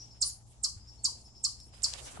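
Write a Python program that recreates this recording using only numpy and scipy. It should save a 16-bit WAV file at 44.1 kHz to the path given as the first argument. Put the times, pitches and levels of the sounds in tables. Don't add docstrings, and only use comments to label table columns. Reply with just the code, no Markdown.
import sys
import numpy as np
from scipy import signal
from scipy.fft import rfft, irfft
from scipy.io import wavfile
from scipy.ndimage import uniform_filter1d

SR = 44100
rng = np.random.default_rng(int(sys.argv[2]) if len(sys.argv) > 2 else 0)


def pcm_store(signal):
    levels = np.round(np.clip(np.atleast_2d(signal), -1, 1) * 32767)
    wavfile.write(sys.argv[1], SR, levels.astype(np.int16).T)


N = 97020

# (time [s], level [dB], pitch [ratio], length [ratio])
CHIPS = [(0.2061, -18, 1.005, 1.0), (0.6267, -19.5, 1.014, 0.98), (1.0335, -18, 1, 0.99),
         (1.4302, -19, 1.005, 1.01), (1.8242, -18, 1.0, .99)]
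# (time from its start [ms], pitch [Hz], level [dB])
CHIP_CONTOUR = [(-3, 7400, -55), (1.5, 8250, -30), (3.5, 8300, -24), (9, 8000, -10), (12, 7200, 1),
                (15, 6100, -9.5), (18.5, 5150, 1), (22, 4500, -1), (25, 4152, -8.5), (28.5, 4054, -21)]
# (frequency [Hz], level [dB])
RASP_SPECTRUM = [(300, -36), (1200, -15.5), (2200, -25.5), (3000, -20), (3700, -14), (4400, 1), (6000, -6),
                 (7700, 8.5), (9000, 0), (10500, -2.5), (12000, -25)]
# (time [s], pitch [Hz], level [dB])
SQUEAK_CONTOUR = [(.246, 9350, -41), (.252, 9250, -33), (.263, 9200, -30), (.273, 9550, -31),
                  (.279, 10200, -35), (0.284, 11300, -35), (.287, 8600, -45), (.297, 7050, -39),
                  (.301, 6800, -34)]
# (time [s], level [dB], middle pitch [Hz], length [s])
LOW_NOTES = [(0.23, -52, 1223, 0.027), (0.653, -48.5, 1128, 0.024), (1.063, -50, 1100, 0.039),
             (1.462, -47, 1094, .014), (1.859, -48.5, 1030, 0.0141)]
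# (frequency [Hz], level [dB])
FOLIAGE_SPECTRUM = [(500, -45), (1100, -11), (1700, -22), (2500, -29.5), (3000, -10), (3600, -14.5),
                    (4400, 3), (6000, 8.5), (7500, -1), (9500, 1), (11000, -7.5), (12000, -26)]
# (time [s], length [s], top pitch [Hz], level [dB])
BIRD_NOTES = [(-.02, 0.054, 5700, -48.5), (.1, 0.032, 5460, -52.5), (0.198, 0.038, 5350, -55),
              (0.56, 0.029, 6190, -73), (0.78, 0.054, 5040, -60.5), (0.866, 0.044, 5464, -52.5),
              (0.979, .04, 4450, -62), (1.244, .04, 5370, -54), (1.347, 0.046, 5445, -52.5),
              (1.587, 0.04, 5413, -52.5), (1.723, 0.035, 5130, -57), (2.036, 0.047, 5820, -54.5)]
# (frequency [Hz], level [dB])
BIRD_SPECTRUM = [(3000, -51), (4000, -11), (4600, -1), (5300, 11.5), (6100, -9), (7400, -8), (8500, -24),
                 (12000, -21)]
# (time [s], left level [dB], right level [dB])
RUSTLE_ENVELOPE = [(1.55, -77, -67.5), (1.715, -71, -64.5), (1.74, -70, -51.5), (1.799, -69, -55),
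                   (1.86, -56.5, -50), (1.92, -59, -50), (1.97, -51, -42.5), (2.005, -56, -46.5),
                   (2.02, -52, -50), (2.056, -47.5, -48), (2.12, -52.5, -49.5), (2.2, -57, -52)]
# (frequency [Hz], level [dB])
RUSTLE_SPECTRUM = [(100, -16), (300, 1), (550, 5.5), (850, 1.5), (1300, 1), (2000, -0.5), (3000, 2),
                   (5000, -3), (7500, 3), (10500, -2), (12000, -16)]
# (time [s], length [s], level [dB])
LEAF_STIRS = [(0.456, 0.085, -62), (1.583, 0.13, -63)]
# (frequency [Hz], level [dB])
LEAF_SPECTRUM = [(2000, -39), (5000, -17), (7500, 2), (9500, 6), (12000, -10)]
# (time [s], level [dB], band centre [Hz], t60 [s], left minus right [dB])
TICKS = [(1.601, -43, 6300, 0.024, 6), (1.821, -39, 4900, 0.014, -13), (1.9345, -30.5, 6030, 0.0037, -9),
         (1.9376, -23, 4970, 0.0054, 13), (2.1734, -34.5, 860, 0.013, 9.5)]
# (time [s], level [dB], pitch [Hz], t60 [s])
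THUMPS = [(.764, -34.5, 88, 0.078), (1.791, -42.5, 55, 0.27), (2.194, -29.5, 104, 0.11)]
# (frequency [Hz], level [dB])
SCUFF_SPECTRUM = [(100, -8), (300, 3), (550, -2.5), (900, -7), (1400, -2), (2200, -29), (6000, -44)]
# (frequency [Hz], level [dB])
HUM_PARTIALS = [(59.2, -63), (118.4, -62.5), (215.3, -74.5)]
# (frequency [Hz], level [dB])
AIR_SPECTRUM = [(20, -10), (35, -5.5), (60, 4.5), (90, -2), (160, -12.5), (300, -16), (520, -23),
                (800, -19), (1300, -33), (2200, -56.5), (3400, -40), (5000, -31), (7400, -26.5),
                (9500, -50.5), (11000, -40.5), (12000, -67)]
# (frequency [Hz], level [dB])
RUMBLE_SPECTRUM = [(20, -12), (45, 1.5), (75, 0), (150, -10), (400, -44), (2000, -78)]


def chipmunk(t):
    ms, hz, contour_db = np.array(CHIP_CONTOUR).T
    times = ms / 1000
    rasp = undb(-11.5) * noise(RASP_SPECTRUM, channels=1)[0]
    jitter = 1 + 0.01345 * walk(1500)
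    out = np.zeros(N)
    for start, db, pitch_ratio, stretch in CHIPS:
        age = (t - start) / stretch
        whistle = np.sin(phase(pitch_ratio * np.interp(age, times, hz) * jitter))
        effort = undb(np.interp(age, times, contour_db, left=-200, right=-200))
        out += undb(db) * effort * (whistle + effort / (effort + 0.25) * rasp)
    return out


def squeak(t):
    times, hz, db = np.array(SQUEAK_CONTOUR).T
    whistle = np.sin(phase(np.interp(t, times, hz) * (1 + 0.0044 * walk(900))))
    rasp = undb(-16.5) * noise(RASP_SPECTRUM, channels=1)[0]
    return undb(np.interp(t, times, db, left=-200, right=-200)) * (whistle + rasp)


def low_notes(t):
    fall_hz_per_s = 9000
    out, waver = np.zeros(N), 1 + 0.1 * walk(500)
    for start, db, middle_hz, length in LOW_NOTES:
        progress = np.clip((t - start) / length, 0, 1)
        hz = middle_hz - fall_hz_per_s * length * (progress - 0.5)
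        out += undb(db) * arch(progress) * np.sin(phase(waver * hz))
    return out


def woodland_echoes(calls):
    rock = echoes(calls, delay=0.0015, build=0.0015, t60=0.087, db=-2.56)
    trunks = echoes(calls, delay=0.015, build=1.07, t60=0.18, db=-13)
    far_wood = echoes(calls, delay=0.04, build=7, t60=-0.64, db=-29.5)
    return rock + (trunks + far_wood + foliage_scatter(calls)) * pan(2.4)


def foliage_scatter(calls):
    age = np.arange(SR) / SR
    response = ((1 - np.exp(-age / 0.0093)) * decay(age, t60=0.24)) ** 2
    energy = np.maximum(signal.fftconvolve(calls ** 2, response / response.sum())[:N], 0)
    return undb(-12) * np.sqrt(energy) * noise(FOLIAGE_SPECTRUM)


def distant_bird(t):
    scoop, rise_s = 0.06, 0.00684
    out, waver = np.zeros(N), 1 + 0.009 * walk(400)
    hiss = undb(-7) * noise(BIRD_SPECTRUM, channels=1)[0]
    for start, length, hz, db in BIRD_NOTES:
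        age = np.maximum(t - start, 0)
        tone = np.sin(phase(hz * waver * (1 - scoop * np.exp(-age / rise_s))))
        out += undb(db) * np.sqrt(arch(age / length)) * (tone + hiss)
    trees = echoes(out, delay=0.002, build=0.0022, t60=0.32, db=1.5)
    return (undb(-2) * out + trees) * undb([[1.5], [-2]])


def ticks():
    edge_ratio = 1.43
    out, age = np.zeros((2, N + SR)), np.arange(SR // 10) / SR
    for start, db, hz, t60, pan_db in TICKS:
        mid, side = rng.standard_normal((2, len(age))) * decay(age, t60)
        band = signal.butter(2, [hz / edge_ratio, hz * edge_ratio], "band", fs=SR, output="sos")
        ring = signal.sosfilt(band, [mid + 0.5 * side, mid - 0.5 * side])
        onset = int(start * SR)
        out[:, onset:onset + len(age)] += ring / np.abs(ring).max() * undb(db) * pan(pan_db)
    return out[:, :N]


def thumps(t):
    out, attack_s = np.zeros(N), 0.0035
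    for start, db, hz, t60 in THUMPS:
        age = np.maximum(t - start, 0)
        envelope = (1 - np.exp(-age / attack_s)) * decay(age, t60)
        out += undb(db) * envelope * np.sin(2 * np.pi * hz * age)
    return out


def rustle(t):
    times, left_db, right_db = np.array(RUSTLE_ENVELOPE).T
    grain = unit_rms(undb(0.5 * walk(720) + 2.37 * walk(60.01)))
    envelope = undb([np.interp(t, times, left_db), np.interp(t, times, right_db)])
    brushing = envelope * unit_rms(flicker(noise(RUSTLE_SPECTRUM), depth_db=3, rate_hz=35.1))
    stirring = sum(undb(db) * arch((t - start) / length) for start, length, db in LEAF_STIRS)
    return grain * (brushing + stirring * noise(LEAF_SPECTRUM))


def hand_scuff(t):
    start_s, length_s = 2.12, 0.098
    return undb(-54) * arch((t - start_s) / length_s) * noise(SCUFF_SPECTRUM)


def hum():
    out = np.zeros(N)
    for hz, db in HUM_PARTIALS:
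        amplitude = np.sqrt(2) * undb(db + 2 * walk(14))
        out += amplitude * np.sin(phase(hz * (1 + 0.0188 * walk(18))))
    return out


def forest_air():
    air = flicker(noise(AIR_SPECTRUM), depth_db=2, rate_hz=10.02)
    bass = signal.sosfilt(signal.butter(1, 960, fs=SR, output="sos"), air)
    mid, side = bass
    narrow = np.array([mid + 0.2 * side, mid - 0.2 * side]) * pan(2.2)
    wide = (air - bass) * pan(9.5)
    return undb(-59) * (narrow + wide)


def echoes(x, delay, build, t60, db):
    age = np.maximum(np.arange(SR) / SR - delay, 0)
    tail = rng.standard_normal((2, SR)) * (1 - np.exp(-age / build)) * decay(age, t60)
    tail *= undb(db) / np.sqrt(np.sum(tail ** 2, axis=1, keepdims=True))
    return signal.fftconvolve(x[None], tail, axes=1)[:, :N]


def flicker(x, depth_db, rate_hz):
    octave = np.log2(np.clip(np.fft.rfftfreq(N, 1 / SR), 48, 12288) / 48)
    spectrum = rfft(x)
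    bands = (irfft(spectrum * np.maximum(1 - np.abs(octave - k), 0), N) for k in range(9))
    return sum(band * undb(depth_db * walk(rate_hz)) for band in bands)


def noise(spectrum, channels=2):
    hz, db = np.array(spectrum).T
    bins_hz = np.maximum(np.fft.rfftfreq(N, 1 / SR), 1)
    gain = undb(np.interp(np.log(bins_hz), np.log(hz), db))
    return unit_rms(irfft(rfft(rng.standard_normal((channels, N))) * gain, N))


def walk(rate_hz):
    hold = max(int(SR / rate_hz), 2)
    steps = np.repeat(rng.standard_normal(N // hold + 1), hold)
    return unit_rms(uniform_filter1d(uniform_filter1d(steps, hold), hold)[:N])


def phase(hz):
    return 2 * np.pi * np.cumsum(hz) / SR


def arch(progress):
    return np.sin(np.pi * np.clip(progress, 0, 1))


def decay(age, t60):
    return np.exp(-np.log(1000) * age / t60)


def pan(db):
    return undb([[db / 2], [-db / 2]])


def undb(db):
    return 10 ** (np.asarray(db) / 20)


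def unit_rms(x):
    return x / np.sqrt(np.mean(x ** 2))


def scene():
    t = np.arange(N) / SR
    chips, trailing_calls = chipmunk(t), low_notes(t) + squeak(t)
    direct = (chips + trailing_calls) * undb([[-5.5], [-1]])
    reflected = woodland_echoes(chips + undb(-1.5) * trailing_calls)
    close = hand_scuff(t) + ticks() + thumps(t) + rustle(t)
    background = hum() + forest_air() + undb(-64) * noise(RUMBLE_SPECTRUM)
    return direct + reflected + distant_bird(t) + close + background


def record(dry):
    cutoff_hz = 11650
    return signal.sosfilt(signal.ellip(10, 0.2, 70, cutoff_hz, fs=SR, output="sos"), dry)


dry = scene()
out = record(dry)
pcm_store(out)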